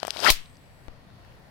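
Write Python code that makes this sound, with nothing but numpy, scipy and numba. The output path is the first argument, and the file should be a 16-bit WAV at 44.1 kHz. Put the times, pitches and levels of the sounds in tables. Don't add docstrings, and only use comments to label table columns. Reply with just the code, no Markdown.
import sys
import numpy as np
from scipy import signal
from scipy.io import wavfile
from scipy.ndimage import uniform_filter1d
from numba import njit

SR = 44100
rng = np.random.default_rng(int(sys.argv[2]) if len(sys.argv) > 2 else 0)


def wav_record(signal):
    frames = np.transpose(np.atleast_2d(signal))
    bounded = np.clip(frames, -1, 1)
    quanta = np.round(bounded * 32767).astype(np.int16)
    wavfile.write(sys.argv[1], SR, quanta)


def boost_factor(decibels):
    exponent = np.asarray(decibels, float) / 20
    return 10 ** exponent


N = 66150
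T = np.arange(N) / SR

# (time [s], level [dB], cavity [Hz], share of bright hiss [dB])
SCRAPE = [
    (0, -49.5, 1390, -1),
    (.06, -45, 1350, 0.5),
    (.13, -48.5, 1471, 6.5),
    (0.214, -39.5, 1220, 8),
    (0.243, -28, 980, 6.5),
    (0.269, -16.5, 1500, -3),
    (0.287, -19, 2000, 2),
    (0.298, -25, 3300, 9),
    (0.31, -36.5, 3500, 2.5),
]
# (centre [Hz], width [Hz], level [dB])
SKIN_MODES = [(276, 590, -6.5), (750, 310, -5.5), (1124, 1200, -5), (3100, 1600, 0.5), (4800, 1200, -1),
              (8500, 3300, -10.5), (12490, 2100, -14.5)]
# (time [s], peak [dB], ring [Hz])
CATCHES = [(0.2228, -27, 513), (0.2254, -25, 555), (0.2256, -27, 1580), (0.2276, -28, 4660),
           (0.2313, -25, 689), (0.2341, -23.5, 473), (0.235, -22, 2950), (0.2368, -33, 3820),
           (0.2375, -16.5, 920), (0.2403, -24.5, 3400), (0.2409, -20, 1660), (0.2415, -21.5, 540),
           (0.2453, -11, 886), (0.2462, -15.5, 5030), (0.2491, -19.5, 4980), (0.2499, -9.5, 990),
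           (0.2541, -15.5, 580), (0.254, -14, 1549), (0.2589, -8, 1350), (0.2594, -13.5, 2662),
           (0.2635, -2, 1762), (0.2665, -2.5, 1378), (0.2719, -7.5, 1463), (0.2716, -6, 2293),
           (0.2748, -3.5, 1335), (0.277, -10, 1424), (0.28, -13, 602), (0.2808, -4.5, 2023),
           (0.286, -13.5, 3160), (0.2851, -10.5, 4224), (0.2849, -7.5, 602), (0.2853, -12, 1888),
           (0.2874, -11.5, 2877), (0.2906, -8.5, 1050), (0.2923, -7.5, 3236), (0.2934, -12.5, 4651),
           (0.2936, -11.5, 4025), (0.2954, -8, 2193), (0.2972, -13, 1119), (0.2976, -15, 3359)]
# (time [s], peak [dB], tick over pop [dB])
POPS = [
    (0.0303, -12.5, -6),
    (0.0497, -18.5, -3.5),
    (.0800, -16, -11),
    (0.1624, -21.5, -26),
    (.1927, -21.5, -7.5),
]
# (time [s], peak [dB], ring [Hz], t60 [s], left over right [dB])
TICKS = [(.0015, -14, 4660, 0.0024, 28), (0.0304, -41, 12600, 0.0017, -5),
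         (0.0307, -21.5, 4500, 0.0086, 26), (0.0306, -16.5, 3100, 0.012, 24), (.0512, -30, 5500, .007, 26),
         (.0812, -27, 5670, .007, 26), (.0815, -31, 3940, .008, 26), (.0507, -35, 9000, 0.0055, 14),
         (0.0696, -17.5, 8150, 0.0065, 28), (0.0696, -23, 2400, 0.013, 22),
         (.0700, -16.5, 4800, 0.0078, 21), (0.071, -24.5, 14000, 0.0045, 20),
         (0.08, -24.5, 8600, 0.008, 32), (0.1062, -10, 3650, 0.003, 29), (.1062, -5, 4380, 0.003, 32),
         (0.1059, -13.5, 5200, 0.0025, 35), (0.1064, -18, 2550, .003, 27),
         (0.1068, -14.5, 8500, 0.0045, 37), (0.1066, -23, 12900, 0.0021, 8),
         (.1690, -20.5, 3930, 0.016, 36), (0.17, -23, 3050, .01, 28), (.1702, -28, 2200, 0.011, 30),
         (0.1904, -21.5, 3940, 0.018, 28), (0.2028, -14, 4800, .008, 38), (0.203, -20.5, 1600, 0.013, 20),
         (0.2039, -26, 8300, 0.0067, 46)]
# (time [s], peak [dB], ring [Hz], t60 [s], left over right [dB])
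CLACKS = [
    (0.3025, -13.5, 11500, .012, 1.5),
    (.3011, -4.5, 3850, 0.013, 7),
    (.3021, -8, 4870, 0.012, 8),
    (.3013, -10, 1100, 0.018, 14),
    (.3019, -12.5, 5500, .009, -3),
    (.3020, -13.5, 3140, .012, -3.5),
    (.3033, -9.5, 2020, .01, 8),
    (.3049, -7, 3800, 0.014, 6),
    (0.305, -17, 11000, .008, 2.5),
]
# (time [s], peak [dB], ring [Hz], t60 [s])
FAINT_TICKS = [(.4585, -39, 3940, .012), (.4985, -46, 4500, .008), (.5300, -47, 4800, .006),
               (.5470, -47, 4600, .006), (.5555, -45, 4610, .008), (.5692, -45, 4700, .008),
               (.5694, -51, 5200, .007), (.5698, -52, 1940, .01), (.5715, -54, 3530, .008),
               (.4590, -47, 2500, .008), (.4590, -48, 5500, .006), (.6400, -56, 6300, .005),
               (.6570, -58, 9400, .006), (1.1026, -48, 3790, .008), (1.1022, -46, 1510, .01),
               (1.2480, -44, 1980, .012), (1.2480, -50, 4800, .005), (1.3222, -46, 2070, .01),
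               (1.3230, -55, 14800, .004), (1.3550, -54, 13000, .004), (1.3970, -51, 14800, .003),
               (1.3972, -54, 12800, .003), (1.2482, -57, 15000, .004), (1.4376, -47, 2070, .012)]
# (frequency [Hz], density [dB per Hz])
CRACK_SPECTRUM = [(180, -39), (300, -5.5), (1190, -13), (3950, -4), (6000, -11), (6960, -20.5), (8940, -22),
                  (11500, -2), (16000, -21)]
# (centre [Hz], level [dB], t60 [s])
TAIL_BANDS = [(517, -11.5, 0.1), (990, -8, .12), (2003, -15.5, 0.38), (3150, -8.5, 0.32), (4330, 2.5, 0.14),
              (6500, -15, 0.15), (10750, -0.5, 0.11), (14000, -1.5, .12)]
# (frequency [Hz], level [dB], start [s], swell [s], release [s], t60 [s])
HIGH_TONES = [(7741, -72, .42, .05, .78, .8), (8387, -67, .40, .03, .5, .6), (8210, -71, .40, .03, .5, .45),
              (7410, -78, .44, .04, .56, .3)]
# (time [s], size [-1..1], rise [s])
STEPS = [
    (0.3038, 0.45, 0.0039),
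    (0.8833, -0.028, 0.000089),
    (.8868, -0.013, 0.00017),
]
# (time [s], size [full scale], swing [Hz])
BRUSHES = [
    (0.2816, 0.08, 260),
    (0.2867, -.12, 170),
    (0.2966, -0.048, 150),
    (0.2964, -.09, 800),
]
# (frequency [Hz], density [dB per Hz])
ROOM_SPECTRUM = [(25, 0.5), (173, -4), (329, -19), (460, -16.5), (657, -15), (2120, -24), (4800, -29),
                 (7000, -52)]
# (frequency [Hz], left over right [dB])
ROOM_PAN = [(60, 1), (110, 6.5), (200, -1.5), (380, 6), (700, 8.5), (1290, 1), (2380, 1.5), (4400, 2),
            (8120, 3), (15000, -2)]
# (frequency [Hz], likeness [0-1])
ROOM_LIKENESS = [(60, .1), (130, 0.8), (700, .45), (1400, 0), (15000, 0.01)]
# (centre [Hz], width [Hz], level [dB])
HUM = [(70, 14, -10.5), (122, 65, -8), (175, 64, -8.5), (630, 180, -11.5), (1865, 150, -10),
       (4300, 370, -17.5)]
# (centre [Hz], width [Hz], level [dB])
HISS = [(7506, 3090, -12.5), (10220, 4500, 2.5), (14500, 6300, -4.5)]


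def at(table, hz, col=1):
    table = np.array(table, float)
    return np.interp(np.log(hz), np.log(table[:, 0]), table[:, col])


def unit(x):
    return x / np.sqrt(np.mean(x ** 2))


def noise():
    return rng.standard_normal(N)


def right_below(db):
    return boost_factor(np.array([[0], [-db]]))


@njit
def svf(x, hz, width):
    y, b, l = np.empty(len(x)), 0., 0.
    for i in range(len(x)):
        g, k = np.tan(np.pi * hz[i] / SR), width[i] / hz[i]
        v = (b + g * (x[i] - l)) / (1 + g * (g + k))
        b, l, y[i] = 2 * v - b, l + 2 * g * v, k * v
    return y


def band(x, hz, width):
    hz = min(hz, .45 * SR)
    return signal.lfilter(*signal.iirpeak(hz, hz / width, fs=SR), x)


def fade(start, t60, rise=.0001):
    t = np.maximum(T - start, 0)
    return np.minimum(t / rise, 1) * boost_factor(-60 * t / t60)


def walk(rate):
    k = int(SR / rate)
    held = np.repeat(rng.standard_normal(N // k + 1), k)
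    return 1.2 * uniform_filter1d(uniform_filter1d(held, k), k)[:N]


def ring(start, hz, t60, rise=.0001):
    return fade(start, t60, rise) * np.sin(2 * np.pi * hz * (T - start))


def slips():
    slips_per_s, scatter_db = 9000, 3.5
    chance = rng.random((3, N))
    size_db = scatter_db * np.minimum(-np.log(chance[2] + 1e-9), 4)
    return (chance[0] < slips_per_s / SR) * np.sign(chance[1] - .5) * boost_factor(size_db)


def scrape():
    catch_db, catch_t60_s, catch_rise_s = 3.5, 0.015, .0011
    s, db, hz, hiss_db = np.array(SCRAPE, float).T
    hz = np.interp(T, s, hz) * (1 + 0.05 * walk(200.7))
    width_hz = 0.57 * 1.5 * hz
    cavity = svf(svf(slips(), hz, width_hz), hz, width_hz) * boost_factor(1.8 * walk(300))
    skin = 0
    for f, w, d in SKIN_MODES:
        mode = band(band(slips(), f, 1.2 * w), f, 1.2 * w)
        skin = skin + boost_factor(d + 1.4 * walk(202.9)) * unit(mode)
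    left = unit(cavity) + boost_factor(np.interp(T, s, hiss_db)) * unit(skin)
    left = left * boost_factor(np.interp(T, s, db, right=-120))
    for t, d, f in CATCHES:
        left = left + boost_factor(d + catch_db) * ring(t, f, catch_t60_s, catch_rise_s)
    right = boost_factor(-43) * band(np.roll(left, -16), 3500, 4000)
    return np.array([left, right])


def pops():
    rise_s, tick_rise_s = 0.00064, 0.00032
    grit = noise()
    grit = unit(band(grit, 1400, 1400) + .5 * band(grit, 3500, 2700) + 0.12 * band(grit, 18000, 7800))
    out = 0
    for s, db, tick_db in POPS:
        body = 1.35 * ring(s, 672, 0.011, rise_s)
        body = body + boost_factor(5) * ring(s + 0.00055, 1360, 0.0039, rise_s)
        snap = boost_factor(-6) * grit * fade(s + 0.0012, 0.0082, tick_rise_s)
        tick = ring(s + 0.00048, 3200, 0.0054, tick_rise_s) + snap
        out = out + boost_factor(db) * (body + boost_factor(tick_db) * tick)
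    return out * right_below(27)


def ticks():
    faint_pan_db = 5
    out, grit = 0, noise()
    for s, db, hz, t60, pan_db in TICKS + CLACKS + [row + (faint_pan_db,) for row in FAINT_TICKS]:
        burst = unit(band(band(grit, hz, 0.45 * hz), hz, hz)) * fade(s, t60)
        tick = 0.6 * ring(s, hz, t60, 0.00012) + 0.32 * burst
        out = out + boost_factor(db) * tick * right_below(pan_db)
    return out


def knock():
    knock_s, knock_db, pan_db, right_lag_s = .3015, -10, 2, .00037
    crack_hold_s, crack_t60_s, tail_db = .0032, .011, -12.5
    out = []
    shared = noise()
    for side in (0, 1):
        lag_s = side * right_lag_s
        s = knock_s + lag_s
        src = np.roll(shared, int(lag_s * SR)) + .5 * noise()
        crack = sum(boost_factor(at(CRACK_SPECTRUM, f)) * band(src, f, f / 3)
                    for f in 400 * 2 ** np.arange(0, 5.4, .5))
        late_fade = fade(s, crack_t60_s) * boost_factor(60 * crack_hold_s / crack_t60_s)
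        hold = np.minimum(late_fade, fade(s, 0.076, 0.00017))
        tail = sum(boost_factor(d) * unit(band(noise(), f, f * 0.41)) * fade(s, t60, 0.0018)
                   for f, d, t60 in TAIL_BANDS)
        both = unit(crack) * hold + boost_factor(tail_db) * tail
        out.append(boost_factor(knock_db) * both * boost_factor(pan_db * (0.5 - side)))
    return np.array(out)


def thuds():
    bass_cut_per_s, snap_share, snap_s = 40.8, 1.6, 0.00055
    left = 0
    for s, size, rise in STEPS:
        t = np.maximum(T - s, 0)
        x = bass_cut_per_s * t
        swing = np.exp(-x) * (1 - 3 * x + 3 / 2 * x ** 2 - x ** 3 / 6)
        snap = snap_share * np.exp(-t / snap_s)
        left = left + size * np.minimum(t / rise, 1) * (swing + snap)
    brushes = sum(size * ring(s, hz, 0.017, 0.0045) for s, size, hz in BRUSHES)
    return np.array([left, boost_factor(-22.5) * left + brushes])


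def rings():
    out = 0
    for hz, db, s, swell, release, t60 in HIGH_TONES:
        decay_db = -60 * np.maximum(T - release, 0) / t60
        shape = np.clip((T - s) / swell, 0, 1) * boost_factor(decay_db + 1.9 * walk(35))
        out = out + boost_factor(db) * shape * np.sin(2 * np.pi * hz * T)
    return out * right_below(11)


def room_pair(hz, width):
    opposite = np.array([[1], [-1]])
    like = np.clip(at(ROOM_LIKENESS, hz), 0, 1)
    mid, side = (band(noise(), hz, width) for _ in range(2))
    lean = boost_factor(at(ROOM_PAN, hz) / 2 * opposite)
    return lean * (np.sqrt(1 + like) * mid + np.sqrt(1 - like) * side * opposite)


def room():
    room_db, hum_db = -52, -9
    swell = walk(9)
    air = 0
    for f in 28 * 2 ** np.arange(0, 8.1, 1 / 3):
        gain = boost_factor(at(ROOM_SPECTRUM, f) + .5 * swell + 2.5 * walk(12))
        air = air + gain * band(room_pair(f, f / 3), f, f / 2)
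    hum = sum(boost_factor(d + 2.0 * walk(53)) * room_pair(f, w) / np.sqrt(w) for f, w, d in HUM)
    both = air / np.std(air.mean(0)) + boost_factor(hum_db) * hum / np.std(hum.mean(0))
    return boost_factor(room_db) * both / np.std(both.mean(0))


def hiss():
    hiss_db, covered_db, climb_db_per_s = -75.5, 9, 6.5
    pair = np.array([unit(sum(boost_factor(d) * band(noise(), f, w) for f, w, d in HISS)) for _ in range(2)])
    covered = np.interp(T, (.4, .7, .8834), (.8, .5, 1), left=0, right=0)
    change_db = np.array([covered_db * covered, climb_db_per_s * (T - .85)])
    return pair * boost_factor(hiss_db + change_db + 0.59 * walk(6))


def scene():
    duck_db, duck_s, recover_s = -4.5, 0.33, 0.47
    duck = boost_factor(duck_db * np.exp(-np.maximum(T - duck_s, 0) / recover_s))
    return pops() + ticks() + scrape() + knock() + rings() + thuds() + room() * duck + hiss()


def low_pass(x):
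    return signal.sosfilt(signal.butter(12, 16810, fs=SR, output="sos"), x)


def record(dry):
    top_hz = 16000
    rounded = np.tanh(1.234 * dry) / 1.151
    cut = signal.ellip(8, .3, 40, top_hz, fs=SR, output="sos")
    mix = signal.sosfilt(cut, rounded)
    return low_pass(mix)


dry = scene()
out = record(dry)
wav_record(out)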